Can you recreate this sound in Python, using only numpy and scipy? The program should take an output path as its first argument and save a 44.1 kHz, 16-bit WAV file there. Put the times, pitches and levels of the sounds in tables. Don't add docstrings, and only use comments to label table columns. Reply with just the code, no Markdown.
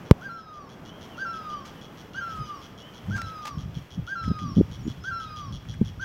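import sys
import numpy as np
from scipy import signal
from scipy.fft import rfft, irfft, next_fast_len
from scipy.io import wavfile
from scipy.ndimage import map_coordinates

SR = 44100
rng = np.random.default_rng(int(sys.argv[2]) if len(sys.argv) > 2 else 0)


def inscribe(sig):
    pcm = np.round(np.clip(np.atleast_2d(sig).T, -1, 1) * 32767)
    wavfile.write(sys.argv[1], SR, pcm.astype(np.int16))


N = 266408

# start_s, break_delay_s, gain_db, bright_db, push_db, sag_at_s, sag_db
BARBET_NOTES = [(.215, 0.00073, -38, -1.5, 0, 0.23, -11), (1.177, -0.00058, -32, -1.5, 3.5, 0.26, -5.5),
                (2.144, -0.0086, -33, -3, 6.5, 0.32, -22), (3.107, -0.0019, -33.5, 1.5, 0, 0.14, -8),
                (4.073, .007, -32, 0.5, -0.5, 0.26, -3), (5.039, -0.002, -32, 1.5, -3, 0.252, -5.5),
                (5.995, -0.027, -32.5, 1, 0, .25, 0)]
# time_in_note_s, pitch_hz, gain_db, bright_db
WAIL_CONTOUR = [(.08, 1374, -1, -6), (.12, 1360, -1.5, -3), (.2, 1290, -6.5, -6.5), (.28, 1238, -8.5, 1),
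                (.36, 1205, -5, -8), (.41, 1140, -10, 1), (0.444, 1091, -15.5, -4), (.48, 1040, -12.5, -8)]
# harmonic_number, early_gain_db, end_gain_db
BARBET_OVERTONES = [(2, -23.5, -49), (3, -19, -41), (4, -19.5, -20), (5, -38.5, -3.5), (6, -56, -52),
                    (8, -31, -42)]
# freq_hz, gain_db
BEAK_RESPONSE = [(2500, 0), (3500, 0.5), (4400, -3.5), (5100, 3), (6200, 0.5), (7500, -3), (9400, -9),
                 (10400, -2.5), (11500, -15)]
# time_s, level_db
INSECT_LEVEL = [(0, -62), (1.1, -57), (2.2, -58), (3.8, -57.5), (5.5, -54), (6, -56)]
# centre_hz, width_hz, gain_db
WING_MODES = [(3000, 240, 1.5), (3330, 118, 10), (4180, 610, -5.5), (5660, 410, 0), (6680, 1300, -9),
              (10180, 1300, -8)]
# freq_hz, gain_db
WING_RADIATION = [(1500, -33), (2700, 1), (6800, 0.5), (7500, -15), (10200, -13), (12000, -9)]
# start_s, length_s, first_puff_db, last_puff_db, pitch_hz
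GUSTS = [(2.388, 0.027, -33, -36, 99), (3.088, .08, -20, -28, 125.4), (3.242, 0.0017, -31, -26, 95.5),
         (3.576, .002, -25.5, -24, 130), (3.661, 0.02, -27, -33, 156), (3.772, .002, -22.5, -22.5, 131.8),
         (3.982, 0.018, -21, -22, 139), (4.282, 0.0099, -17, -27, 183), (4.307, .009, -15.5, -13, 135),
         (4.422, 0.1, -28.5, -30.5, 185), (4.572, 0.031, -7.5, -8, 198), (4.613, .002, -6, -6, 319),
         (4.856, .025, -24.5, -17, 220), (5.512, .019, -30, -26, 142), (5.7, .002, -27, -25, 127),
         (5.814, .002, -18.5, -16, 377), (5.818, 0.009, -8, -15.5, 195)]
# freq_hz, density_db
SCUFF_SPECTRUM = [(150, 0), (420, 5.5), (620, -9.5), (900, -18), (1400, -58), (3000, -93.5)]
# freq_hz, density_db
RUMBLE_SPECTRUM = [(20, -49), (50, -4), (90, 1), (140, -1), (200, -10.5), (300, -18), (500, -61),
                   (900, -64)]
# time_s, level_db
RUMBLE_LEVEL = [(0, -93), (2.2, -53), (3.95, -62), (4.25, -41.5), (4.75, -37), (5.25, -45), (6.04, -39)]
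# start_s, length_s, start_hz, middle_hz, end_hz, gain_db
BIRD_CHIRPS = [(0.854, 0.15, 2780, 3130, 3300, -51), (1.087, 0.082, 3130, 3020, 2610, -49),
               (1.474, 0.17, 2770, 3070, 3250, -52), (1.751, 0.062, 3020, 3000, 2726, -51),
               (2.13, 0.12, 2780, 3030, 3320, -49), (2.387, 0.17, 3080, 3000, 2740, -51.5),
               (2.8, 0.11, 2800, 3030, 3090, -49), (4.468, 0.059, 5800, 5570, 5580, -52),
               (4.507, .055, 4900, 4440, 5160, -63), (4.782, 0.052, 6100, 5600, 5430, -55.5),
               (4.822, 0.074, 6800, 6880, 7500, -58), (5.003, 0.07, 5050, 5250, 5230, -55)]
# start_s, length_s, level_db
LEAF_BRUSHES = [(1.647, 0.06, -48.5), (2.348, 0.06, -53.5), (3.143, 0.12, -48.5), (3.166, 0.0027, -33.5),
                (3.176, 0.013, -46.5), (3.217, 0.0036, -34), (3.452, 0.013, -36), (3.467, 0.03, -37),
                (4.282, 0.013, -50.5), (4.9, 0.0042, -45)]
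# freq_hz, density_db
LEAF_SPECTRUM = [(400, -8), (900, 6), (2000, 0), (4000, -2.5), (6500, -5.5), (9000, -17.5), (15000, -21)]
# start_s, level_db
TWIG_TICKS = [(3.066, -50), (4.24, -42), (4.387, -46), (5.652, -52), (5.740, -44.5), (5.808, -53)]
# freq_hz, density_db
TWIG_SPECTRUM = [(500, -26), (1200, 0), (2400, 1.5), (3400, -28), (4500, -22), (9000, -20), (15000, -61)]
# freq_hz, t60_s
FOREST_DECAY = [(300, 0.15), (1500, 1.13), (4000, 1.27), (10000, 0.044)]
# freq_hz, density_db
HUSH_SPECTRUM = [(20, -11.5), (60, -5.5), (170, 3), (250, -1.5), (700, -8.5), (1250, -12.5), (2300, -21.5),
                 (3200, -24), (3900, -33.5), (5800, -32.5), (7500, -40), (9500, -45), (12400, -39.5),
                 (15800, -40.5)]
# time_s, low_db, high_db
HUSH_LEVEL = [(0, -43, -56), (1.5, -45, -56.5), (2.5, -47, -55), (3.3, -47.5, -57), (3.9, -51.5, -58.5),
              (4.5, -49.5, -59), (6.04, -52.5, -58)]

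BREAK_S = .075


def barbet(jitter=.00618, drift=.00385, attack_s=.0034, release_s=.031, push_at_s=.31, push_width_s=.07):
    whistle, overtones, t = np.zeros(N), np.zeros(N), np.arange(SR // 2) / SR
    length_s = WAIL_CONTOUR[-1][0]
    gate = np.clip(t / attack_s, 0, 1) * np.clip((length_s - t) / release_s, 0, 1)
    strain = (t / length_s) ** 3
    for start_s, break_delay_s, gain_db, note_bright_db, push_db, sag_at_s, sag_db in BARBET_NOTES:
        pitch_hz, shape_db, bright_db = barbet_contour(t - break_delay_s * bell(t, BREAK_S, .0437))
        waver = jitter * wobble(151.8, len(t)) + drift * wobble(14.33, len(t))
        phase = 2 * np.pi * np.cumsum(pitch_hz * (1 + waver)) / SR
        unsteady_db = .4 * wobble(87.4, len(t)) - .7 * np.sqrt(t / length_s) * wobble(29.5, len(t))
        level_db = gain_db + shape_db + push_db * bell(t, push_at_s, push_width_s) + unsteady_db
        envelope = np.sqrt(2) * gate * amp(level_db)
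        sag = amp(sag_db * bell(t, sag_at_s, width_s=.025))
        add(whistle, start_s, envelope * sag * np.sin(phase))
        for harmonic, early_db, end_db in BARBET_OVERTONES:
            overtone_db = early_db + (end_db - early_db) * strain + bright_db + note_bright_db
            flutter_db = 4 * wobble(29.97, len(t))
            add(overtones, start_s, envelope * amp(overtone_db + flutter_db) * np.sin(harmonic * phase))
    return whistle, filtered(overtones, lambda hz: amp(along(BEAK_RESPONSE, hz)))


def barbet_contour(t, crest_s=.05, crest_hz=1583, climb_hz=290, arch_db=-6, break_width_s=.003):
    arch_hz = crest_hz - climb_hz * np.minimum(np.abs(t / crest_s - 1), 1) ** 3.2
    swell_db = 9.5 * bell(t, crest_s, width_s=.015)
    opening_db = -12 * np.exp(-t / .018)
    arch = np.array([arch_hz, arch_db + swell_db, .5 - swell_db + opening_db])
    times_s, *columns = np.transpose(WAIL_CONTOUR)
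    wail = np.array([np.interp(t, times_s, column) for column in columns])
    wail_share = (1 + np.tanh((t - BREAK_S) / break_width_s)) / 2
    pitch_hz, level_db, bright_db = arch + wail_share * (wail - arch)
    catch_db = -5.5 * bell(t, BREAK_S, width_s=.013)
    return pitch_hz, level_db, bright_db + catch_db


def insect(first_s=.0535, period_s=.15956, slowing_s=.00008, stroke_gap_s=.0081, stroke_count=7):
    strokes, t = np.zeros(N), np.arange(SR // 50) / SR
    snap, scrape = t == 0, .088 * np.exp(-t / .0045)
    burst = np.arange(int(N / SR / period_s) + 1)
    for start_s in first_s + period_s * burst + slowing_s * burst ** 2 / 2:
        gaps_s = rng.normal(stroke_gap_s, .0004, stroke_count)
        gains_db = rng.normal(0, .41, stroke_count)
        gains_db[-1] -= 4
        for delay_s, gain_db in zip(np.cumsum(gaps_s) - gaps_s[0], gains_db):
            add(strokes, start_s + delay_s, amp(gain_db) * (snap + scrape * rng.standard_normal(len(t))))
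    return amp(curves(INSECT_LEVEL)[0]) * unit(filtered(strokes, wing_response))


def wing_response(hz):
    modes = 0
    for k, (centre_hz, width_hz, gain_db) in enumerate(WING_MODES):
        damping = 1j * hz * width_hz
        modes += (-1) ** k * amp(gain_db) * damping / (centre_hz ** 2 - hz ** 2 + damping)
    return modes * amp(along(WING_RADIATION, hz))


def knock(start_s=.1114, push_db=13, rise_s=.00087, crack_db=-9, crack_decay_s=.0009):
    out, t = np.zeros(N), np.arange(SR // 8) / SR
    treble_cut = signal.butter(2, 6500, fs=SR, output="sos")
    bass_cut = signal.bessel(3, 80, "high", fs=SR, output="sos")
    push = amp(push_db) * t / rise_s * np.exp(1 - t / rise_s)
    crack = amp(crack_db) * np.exp(-t / crack_decay_s) * rng.standard_normal(len(t))
    add(out, start_s, signal.sosfilt(bass_cut, push + signal.sosfilt(treble_cut, crack)))
    return out


def wind(puff_gap_s=.01, jitter_s=.00089, pitch_spread=.17, width_cycles=.63, wake_width_s=.046):
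    puffs, scuff_level, t = np.zeros(N), np.zeros(N), np.arange(-SR // 20, SR // 20) / SR
    rumble_level = amp(curves(RUMBLE_LEVEL)[0])
    for start_s, length_s, first_db, last_db, gust_hz in GUSTS:
        for progress in np.linspace(0, 1, 1 + round(length_s / puff_gap_s)):
            early, weak, high = np.clip(rng.standard_normal(3), -2, 2)
            puff_hz = gust_hz * np.exp(pitch_spread * high)
            puff_db = first_db + progress * (last_db - first_db) - .1 * weak
            onset_s = start_s + progress * length_s - jitter_s * early + t[0]
            swell = 1 / np.cosh(np.pi / 2 * puff_hz * t / width_cycles)
            add(puffs, onset_s, amp(puff_db) * swell * np.cos(2 * np.pi * puff_hz * t))
            add(scuff_level, onset_s, amp(-16.5 + 1.515 * puff_db) * swell)
        wake = bell(np.arange(N) / SR, start_s + length_s / 2, wake_width_s + length_s / 2)
        rumble_level = np.hypot(rumble_level, amp(-31 + .2 * first_db) * wake)
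    scuffs = scuff_level * noise(SCUFF_SPECTRUM)
    rumble = rumble_level * unit(noise(RUMBLE_SPECTRUM) * amp(2.6 * wobble(25)))
    return puffs + scuffs + rumble


def small_birds(waver=.0079, flutter_db=3):
    out, t = np.zeros(N), np.arange(SR // 4) / SR
    for start_s, length_s, start_hz, middle_hz, end_hz, gain_db in BIRD_CHIRPS:
        progress = np.clip(t / length_s, 0, 1)
        glide_hz = np.polyval(np.polyfit([0, .5, 1], [start_hz, middle_hz, end_hz], 2), progress)
        phase = 2 * np.pi * np.cumsum(glide_hz * (1 + waver * wobble(194, len(t)))) / SR
        envelope = 2 * np.sqrt(progress * (1 - progress))
        add(out, start_s, amp(gain_db + flutter_db * wobble(75, len(t))) * envelope * np.sin(phase))
    return out


def leaves(crackle_db=1.3):
    envelope = np.zeros(N)
    for start_s, length_s, level_db in LEAF_BRUSHES:
        age = 4 * np.arange(int(2 * length_s * SR)) / (length_s * SR)
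        add(envelope, start_s, amp(level_db) * age * np.exp(1 - age))
    return envelope * unit(noise(LEAF_SPECTRUM) * amp(crackle_db * wobble(430)))


def twigs(decay_s=.0082):
    envelope, t = np.zeros(N), np.arange(SR // 50) / SR
    for start_s, level_db in TWIG_TICKS:
        add(envelope, start_s, amp(level_db) * np.exp(-t / decay_s))
    return envelope * noise(TWIG_SPECTRUM)


def trunk_echo(x, delay_s=.044, gain_db=-16):
    out = np.zeros(N)
    add(out, delay_s, amp(gain_db) * x)
    return out


def forest_echo(x, build_s=.0023):
    hz, t, bins = signal.stft(rng.standard_normal(SR), SR, nperseg=256)
    fade = amp(-60 * t / along(FOREST_DECAY, hz)[:, None]) * (1 - np.exp(-t / build_s))
    tail = signal.istft(bins * fade, SR, nperseg=256)[1]
    return signal.fftconvolve(x, tail / np.linalg.norm(tail))[:N]


def hush(split_hz=1800):
    low_db, high_db = curves(HUSH_LEVEL)
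    wash = noise(HUSH_SPECTRUM, lambda hz: 1 / np.hypot(1, (hz / split_hz) ** 2))
    hiss = noise(HUSH_SPECTRUM, lambda hz: 1 / np.hypot(1, (split_hz / (hz + 1)) ** 2))
    return amp(low_db + .25 * wobble(8.3)) * wash + amp(high_db + 1.6 * wobble(9.7)) * hiss


def amp(db):
    return 10 ** (np.asarray(db) / 20)


def unit(x):
    return x / np.sqrt(np.mean(x ** 2) + 1e-20)


def bell(t, centre_s, width_s):
    return np.exp(-((t - centre_s) / width_s) ** 2)


def along(points, hz):
    freqs_hz, values = np.transpose(points)
    return np.interp(np.log(hz + 1), np.log(freqs_hz + 1), values)


def curves(rows):
    times_s, *columns = np.transpose(rows)
    return [np.interp(np.arange(N) / SR, times_s, column) for column in columns]


def wobble(rate_hz, size=N):
    return map_coordinates(rng.standard_normal(size // 50), [np.arange(size) * rate_hz / SR], mode="wrap")


def filtered(x, response):
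    size = next_fast_len(N + SR // 2)
    return irfft(rfft(x, size) * response(np.fft.rfftfreq(size, 1 / SR)), size)[:N]


def noise(spectrum, band=lambda hz: 1):
    return unit(filtered(rng.standard_normal(N), lambda hz: amp(along(spectrum, hz)) * band(hz)))


def add(track, start_s, sound):
    start = max(round(start_s * SR), 0)
    part = track[start:start + len(sound)]
    part += sound[:len(part)]


def scene(overtone_db=-1, chirp_db=-3, dip_db=-7.5):
    dip = amp(dip_db * bell(np.arange(N) / SR, centre_s=.46, width_s=.2))
    whistle, overtones = barbet()
    call = whistle + amp(overtone_db) * overtones
    chirps = amp(chirp_db) * small_birds()
    rasp = dip * insect()
    echo_send = amp(-18.5) * whistle + amp(-11) * overtones + amp(-8) * chirps + amp(-12) * rasp
    echoes = trunk_echo(call) + forest_echo(echo_send)
    background = leaves() + twigs() + dip * hush()
    return (call + rasp + chirps + echoes + background + wind() + knock())[None]


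def record(dry, top_hz=15830):
    clipped = np.clip(dry[0], -1, 1)
    return filtered(clipped, lambda hz: hz < top_hz)[None]


dry = scene()
out = record(dry)
inscribe(out)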